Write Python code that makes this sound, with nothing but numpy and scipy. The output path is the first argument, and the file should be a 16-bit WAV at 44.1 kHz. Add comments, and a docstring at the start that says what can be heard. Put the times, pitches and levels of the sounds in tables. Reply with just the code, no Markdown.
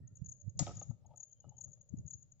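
"""A grassy field: light wind puffs on two microphone ports, mostly one at a time; far birds whistle faintly.
From the start a close cricket chirps, its wing strokes making rhythmic groups of falling syllables.
At 0.6 s two distant antelopes clash horns in one sharp crack; lighter hollow knocks and rubbing follow
and die away by 2 s, while the cricket goes on. Trees and grass scatter the chirps and blows back."""
import sys
import numpy as np
from scipy import signal
from scipy.fft import rfft, irfft, next_fast_len
from scipy.io import wavfile
from scipy.ndimage import map_coordinates

SR = 44100
rng = np.random.default_rng(int(sys.argv[2]) if len(sys.argv) > 2 else 0)


def unload_audio(sound):
    """Save the sound as a 16-bit wav file, at the path given as the first command line argument."""
    columns = np.transpose(np.atleast_2d(sound))
    # keep every value between -1 and 1, then stretch to whole-number steps
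    steps = np.round(np.clip(columns, -1, 1) * 32767)
    wavfile.write(sys.argv[1], SR, steps.astype(np.int16))


N = 105840
T = np.arange(N) / SR
N_FFT = 2 * next_fast_len(N)
BIN_HZ = np.fft.rfftfreq(N_FFT, 1 / SR)


def amp(db):
    """Decibels to gain."""
    return 10 ** (np.asarray(db) / 20)


def unit(x):
    """Scale to rms 1."""
    return x / np.sqrt(np.mean(x ** 2) + 1e-20)


def along(points, hz):
    """Interpolate (f/Hz, value) points on a log frequency axis."""
    f, v = np.transpose(points)
    return np.interp(np.log(hz + 1), np.log(f + 1), v)


def wobble(rate_hz):
    """Smooth random curve, rate_hz knots a second."""
    return map_coordinates(rng.standard_normal(N // 8), [T * rate_hz], mode="wrap")


def swell(s, half_s):
    """Bell envelope centred on time s."""
    return np.exp(-((T - s) / half_s) ** 2)


def decay(t, t60_s):
    """Exponential fall, 60 dB in t60_s."""
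    return np.exp(-np.log(1000) * t / t60_s)


def coloured(x, spectrum):
    """Minimum-phase filter of unit energy."""
    cepstrum = irfft(np.log(amp(along(spectrum, BIN_HZ))))
    cepstrum[1:N_FFT // 2] *= 2
    cepstrum[N_FFT // 2 + 1:] = 0
    response = np.exp(rfft(cepstrum))
    response /= np.sqrt(np.mean(abs(response) ** 2))
    return irfft(rfft(x, N_FFT) * response, N_FFT)[..., :N]


def noise(spectrum):
    """Two independent coloured noises, rms 1."""
    return unit(coloured(rng.standard_normal((2, N)), spectrum))


def pan(db):
    """Port gains for an L-R difference; the nearer port gets 1."""
    return amp(np.minimum([[db], [-db]], 0))


def ports(x, pan_db, lag_ms):
    """Direct sound at both ports, the left lag_ms after the right."""
    phase = np.exp(np.array([[-1j], [1j]]) * np.pi * BIN_HZ * lag_ms / 1000)
    return pan(pan_db) * irfft(rfft(x, N_FFT) * phase, N_FFT)[:, :N]


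# field decay: f/Hz, t60/s
FIELD_T60 = [(200,0.17),(1000,0.86),(3000,.55),(6700,.62),(8000,0.53)]
def field(x, build_s, end_s):
    """Diffuse scatter from grass and trees, different at each port."""
    hz, t, bins = signal.stft(rng.standard_normal((2, SR)), SR, nperseg=256)
    window = (1 - np.exp(-t / build_s)) * np.exp(-(t / end_s) ** 6)
    damping = decay(t, along(FIELD_T60, hz)[:, None])
    tail = signal.istft(bins * damping * window, SR, nperseg=256)[1]
    return signal.fftconvolve(x[None], tail / np.linalg.norm(tail[0]), axes=1)[:, :N]


# spectra: f/Hz, relative level/dB
RUSH_SPECTRUM = [(250,-37.5),(420,1),(590,14),(750,-17),(1000,-38)]
AIR_SPECTRUM = [(25,7),(100,-8),(300,-20),(560,-9.5),(900,-20.5),(2000,-26.5),(6000,-26),(9000,-36.5),(15000,-44.5),(17000,-44)]
# rush envelope: t/s, level/dB
RUSH_LEVEL = [(0,-94),(.35,-86),(1.0,-84.5),(1.25,-84.5),(1.35,-87.5),(1.65,-82.5),(2.05,-84),(2.2,-101.5),(2.4,-95.5)]
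def air(air_db=-82):
    """A faint, hollow, far rush and the wavering hiss of open air."""
    rush = amp(np.interp(T, *np.transpose(RUSH_LEVEL))) * noise(RUSH_SPECTRUM)[0]
    return rush + pan(0.43) * amp(air_db + wobble(11)) * noise(AIR_SPECTRUM)


# whistles: t/s, half length/s, f/Hz, relative level/dB
WHISTLES = [(0.027,0.052,1844,-88.5),(0.068,0.12,1364,-94.5),(0.215,.035,2740,-92),(0.258,.035,1658,-92.5),(1.361,0.065,3130,-91.5),(1.455,0.046,2944,-87),(1.544,0.018,3100,-92),(1.748,0.017,3466,-90.5),(0.198,0.011,5610,-80)]
def birds(gain_db=-8, flutter_db=10.5, waver_hz=34):
    """Thin, fluttering far whistles, blurred by the field."""
    flutter = amp(flutter_db * np.tanh(2 * wobble(45)))
    calls = np.zeros(N)
    for s, half_s, hz, db in WHISTLES:
        phase = 2 * np.pi * np.cumsum(hz + waver_hz * wobble(120)) / SR
        calls += amp(db) * swell(s, half_s) * flutter * np.sin(phase)
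    return amp(gain_db) * (calls + field(calls, build_s=0.004, end_s=0.2))


# puffs: t/s, peak level/dB, f/Hz, half length/s, L-R/dB
PUFFS = [(.222,-28.5,130.3,0.0047,-22.5),(.481,-29,122,0.0045,-39.5),(.614,-24,138.7,0.01,28),(.627,-24.5,142,0.0033,20),(.902,-29,122.5,0.0084,52.5),(.909,-42,213,0.0077,22),(0.615,-38.5,289.3,0.012,11.5),(1.942,-27.5,189,0.0034,32.5),(2.054,-34.5,115.7,0.0049,25)]
# eddies: t/s, half length/s, level/dB, L-R/dB
EDDIES = [(-0.017,0.083,-47,-5),(0.267,0.087,-50.5,-16.5),(.48,0.036,-45.5,-24),(0.592,0.036,-44.5,-0.5),(0.68,0.086,-44,-4.5),(0.786,0.037,-45,4.5),(0.901,0.052,-48,10.5),(1.06,0.13,-58.5,9.5),
          (1.479,0.033,-47.5,32),(1.68,0.049,-54,28.5),(1.936,0.026,-41,17.5),(1.992,0.028,-44,2),(2.057,.04,-48,17),(2.148,0.022,-52,5),(0.129,0.021,-52.5,4.5),(1.793,0.045,-63.5,9),(1.374,0.059,-71,-2),(1.578,0.024,-60.5,12),(2.213,.05,-64.5,10)]
# breeze envelope: t/s, relative level/dB
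GUSTS = [(0,0),(1.1,-1),(1.27,-7),(1.55,3.5),(1.8,-2.5),(2.2,5.5),(2.4,0)]
# turbulence: f/Hz, relative level/dB
WIND_SPECTRUM = [(25,-18.5),(50,-12.5),(85,4),(130,5),(180,-5),(280,-20),(450,-28.5),(900,-46),(2000,-74)]
def wind(breeze_db=-69.5):
    """Low puffs and fluttering eddies on each port, over a faint breeze."""
    puffs = sum(pan(side_db) * amp(db) * swell(s, half_s) * np.cos(2 * np.pi * hz * (T - s))
                for s, db, hz, half_s, side_db in PUFFS)
    eddy_power = sum((pan(side_db) * amp(db) * swell(s, half_s)) ** 2
                     for s, half_s, db, side_db in EDDIES)
    breeze = amp(breeze_db + np.interp(T, *np.transpose(GUSTS)))
    return puffs + np.sqrt(breeze ** 2 + eddy_power) * noise(WIND_SPECTRUM)


# tick impulses: t/s, level/dB
TICKS = [(0.167,-53),(0.296,-42.5),(1.173,-42),(1.628,-51)]
# tick colour: f/Hz, relative level/dB
TICK_SPECTRUM = [(1000,-40),(5000,-18),(7500,10),(10000,-1.5),(15000,-16)]
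def ticks():
    """A few tiny, crisp ticks close by on the left."""
    impulses = np.zeros(N)
    for s, db in TICKS:
        impulses[round(s * SR)] = amp(db)
    return pan(18) * coloured(impulses, TICK_SPECTRUM)


# wing strokes: peak t/s, relative level/dB
WING_STROKES = [(0.079,-54),(.159,-53),(0.173,-50.5),(.249,-52.5),(0.265,-43.5),(.294,-41),(0.323,-41),(0.404,-55),(.417,-49.5),(0.499,-51.5),(0.578,-52),
                (.680,-53.5),(0.756,-51),(.774,-42.5),(0.8,-41),(.830,-41.5),(.905,-54.5),(1.067,-56.5),(1.164,-55.5),(1.179,-46),(1.207,-41),(1.235,-41.5),
                (1.316,-56.5),(1.331,-48),(1.407,-52),(1.497,-52.5),(1.571,-54.5),(1.586,-46),(1.615,-40.5),(1.645,-40),(1.721,-55.5),(1.737,-47.5),
                (1.816,-51),(1.895,-52.5),(1.975,-56.5),(1.990,-51.5),(2.067,-53),(2.082,-43),(2.112,-40),(2.140,-40),(2.229,-51),(2.323,-51.5),(2.402,-52.5)]
# mid-stroke pitch: t/s, f/Hz
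CRICKET_PITCH = [(0, 6622), (1.1, 6645), (1.65, 6630), (2.4, 6677)]
# scattered song, wing-file scratch: f/Hz, relative level/dB
SONG_ECHO_TILT = [(6000,-20),(6400,-3),(6700,0.5),(7100,3),(7500,13.5),(8000,5.5)]
RASP_SPECTRUM = [(2000,-22.5),(4500,-14.5),(6000,11.5),(8000,14.5),(9500,-41.5),(14000,-20)]
def cricket(gain_db=0.5, pan_db=9, echo_db=-12.5, rasp_db=-35.5):
    """Each wing stroke is a scratchy tone that swells and fades as its pitch slides down."""
    rise_s, fall_s, sweep_hz, bend_hz = 0.01, 0.011, 415, 162  # for a stroke at full_db
    full_db, doubling_db, waver_hz = -41.5, 19.5, 28
    song, force = np.zeros((2, N))
    drift_hz = waver_hz * wobble(460)
    for s, db in WING_STROKES:
        stretch = 2 ** ((db - full_db) / doubling_db)  # louder: longer, wider sweep
        at = (T > s - rise_s * stretch) & (T < s + fall_s * stretch)
        t = (T[at] - s) / stretch
        rise, fall = t / rise_s, t / fall_s
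        slide_hz = (bend_hz * rise ** 2 - sweep_hz * rise) * stretch ** 0.94
        hz = np.interp(s, *np.transpose(CRICKET_PITCH)) + slide_hz + drift_hz[at]
        arch = np.abs(np.cos(np.pi / 2 * np.where(t < 0, rise, fall)))
        envelope = amp(db + gain_db) * arch ** np.where(t < 0, 1.33, 3.1)
        force[at] += envelope
        song[at] += envelope * np.sin(2 * np.pi * np.cumsum(hz) / SR)
    song *= amp(1.1 * wobble(400))
    tilt = amp(along(SONG_ECHO_TILT, np.fft.rfftfreq(N, 1 / SR)))
    echo = amp(echo_db) * field(irfft(rfft(song) * tilt, N), build_s=0.0017, end_s=0.13)
    rasp = amp(rasp_db) * force * noise(RASP_SPECTRUM)
    return ports(song, pan_db, lag_ms=0.012) + pan(pan_db) * (echo + rasp)


# horn-on-horn scrapes: t/s, half length/s, level/dB
SCRAPES = [(0.669,0.018,-56.5),(1.05,0.023,-64),(1.117,0.033,-63),(1.188,0.033,-70.5),(1.504,0.057,-70.5),(1.569,0.036,-71),(1.761,.05,-88),(1.97,0.021,-92.5)]
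# scrape colour: f/Hz, relative level/dB
SCRAPE_SPECTRUM = [(300,-25),(450,-14.5),(590,4.5),(720,2),(870,12.5),(1050,-21),(1280,-21),(1500,-41),(3300,-28.5),(7000,-53.5)]
def horn_rubbing(pan_db=8.5, chatter_db=9):
    """Locked horns grate in short, uneven, hollow scrapes."""
    envelope = sum(amp(db) * swell(s, half_s) for s, half_s, db in SCRAPES)
    chatter = amp(chatter_db * np.tanh(2 * wobble(110)))
    friction = rng.standard_normal(N) * chatter
    return pan(pan_db) * envelope * unit(coloured(friction, SCRAPE_SPECTRUM))


def ringing(modes, t, attack_s, detune):
    """Damped modes, slightly different at every blow."""
    ring = np.zeros(len(t))
    for hz, db, t60_s in modes:
        envelope = amp(db + rng.normal(0, 2.4)) * decay(t, t60_s)
        tuned_hz = hz * (1 + detune * rng.normal())
        ring += envelope * np.sin(2 * np.pi * (tuned_hz * t + rng.random()))
    return (1 - np.exp(-(t / attack_s) ** 2)) * ring


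# horn contacts: t/s, relative snap level/dB, relative ring level/dB
CONTACTS = [(.5915,-24,-42),(0.5936,-20.5,-42.5),(.5968,-26.5,-41),(.6000,-31,-54),(.620,-58.5,-43.5),(.630,-49.5,-52),(.6665,-43,-38),(.677,-49,-41.5),
            (.692,-55,-43),(.702,-70.5,-52),(.710,-65.5,-49),(.776,-69,-57),(.814,-59.5,-49),(.910,-74,-57.5),(1.041,-92.5,-77),(1.075,-92.5,-78),(1.118,-86,-74),(1.138,-77.5,-60),(1.442,-79,-55),(1.48,-85,-66),(1.535,-96.5,-72.5),(1.675,-92,-71),(1.774,-84,-79)]
# hollow horns, hard tips: f/Hz, relative level/dB, t60/s
HORN_MODES = [(259.3,-4,0.044),(347,-8.5,0.072),(461.6,-9.5,0.079),(575,2.5,0.042),(701.5,-0.5,.06),(801,0.5,0.038),(911,-11.5,0.073),(1219,-7.5,.05),(1274,-8,0.069)]
TIP_MODES = [(2020,-15,0.094),(3800,-13,0.04),(3680,-25.5,0.037),(4100,0.5,.04),(5180,-28.5,0.04),(5940,-5.5,0.02),(6360,-9,0.046),(6345,-11.5,.05),(6950,7,0.12),(6700,-2,0.11)]
# hard contact, soft contact, scattered crack: f/Hz, relative level/dB
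CRACK_SPECTRUM = [(300,-20.5),(900,-22.5),(1500,-29),(2400,-19.5),(4000,-7),(5500,-1.5),(6800,7.5),(7600,-2),(8300,-49),(12000,-66)]
CLACK_SPECTRUM = [(300,-7.5),(900,-3),(1600,-6.5),(2400,-2),(3500,0.5),(4600,-5.5),(6500,-8.5),(7600,-22),(8300,-48),(12000,-63)]
CRACK_ECHO_SPECTRUM = [(300,-11.5),(900,-14),(1500,-13.5),(2200,-10),(3500,-8.5),(5000,-6),(6700,2.5),(7600,-3.5),(8300,-43),(12000,-67)]
def horn_clash(lag_ms=0.065, echo_end_s=0.33):
    """Hard contacts crack and ring the tips, soft ones clack; all ring the hollow horns and scatter."""
    hard_above_db, blend_db = -36, 4
    impulse_db, grit_db, splinter_db, tip_db, hollow_db = 12.5, -7.5, -32.5, -22, -4
    hard, soft, tips, ring = np.zeros((4, N))
    for s, snap_db, ring_db in CONTACTS:
        start = round(s * SR)
        t = T[:N - start][:SR // 4]
        at = slice(start, start + len(t))
        hardness = (1 + np.tanh((snap_db - hard_above_db) / blend_db)) / 2
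        grit = rng.standard_normal(len(t)) * (decay(t, 0.0055) + amp(splinter_db) * decay(t, 0.023))
        hard[at] += amp(snap_db) * hardness * (amp(impulse_db) * (t == 0) + amp(grit_db) * grit)
        soft[at] += amp(snap_db) * (1 - hardness) * rng.standard_normal(len(t)) * decay(t, 0.014)
        tip_ring = ringing(TIP_MODES, t, attack_s=0.0008, detune=0.0013)
        tips[at] += amp(snap_db + tip_db) * hardness * tip_ring
        ring[at] += amp(ring_db + hollow_db) * ringing(HORN_MODES, t, attack_s=0.0015, detune=0.025)
    clack = coloured(soft, CLACK_SPECTRUM)
    bright = coloured(hard, CRACK_SPECTRUM) + tips + clack
    direct = ports(bright, pan_db=6.5, lag_ms=lag_ms) + ports(ring, pan_db=2, lag_ms=lag_ms)
    bright_echo = field(coloured(hard, CRACK_ECHO_SPECTRUM) + clack, build_s=0.0027, end_s=echo_end_s)
    ring_echo = field(ring, build_s=0.01, end_s=echo_end_s)
    return direct + pan(3.1) * amp(-11) * bright_echo + amp(-18.5) * ring_echo


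def scene():
    """All sources at the two ports."""
    return cricket() + horn_clash() + horn_rubbing() + birds() + ticks() + wind() + air()


def record(dry, top_hz=16000):
    """Brick-wall band limit."""
    return irfft(rfft(dry, N_FFT) * (BIN_HZ < top_hz), N_FFT)[..., :N]


dry = scene()
out = record(dry)
unload_audio(out)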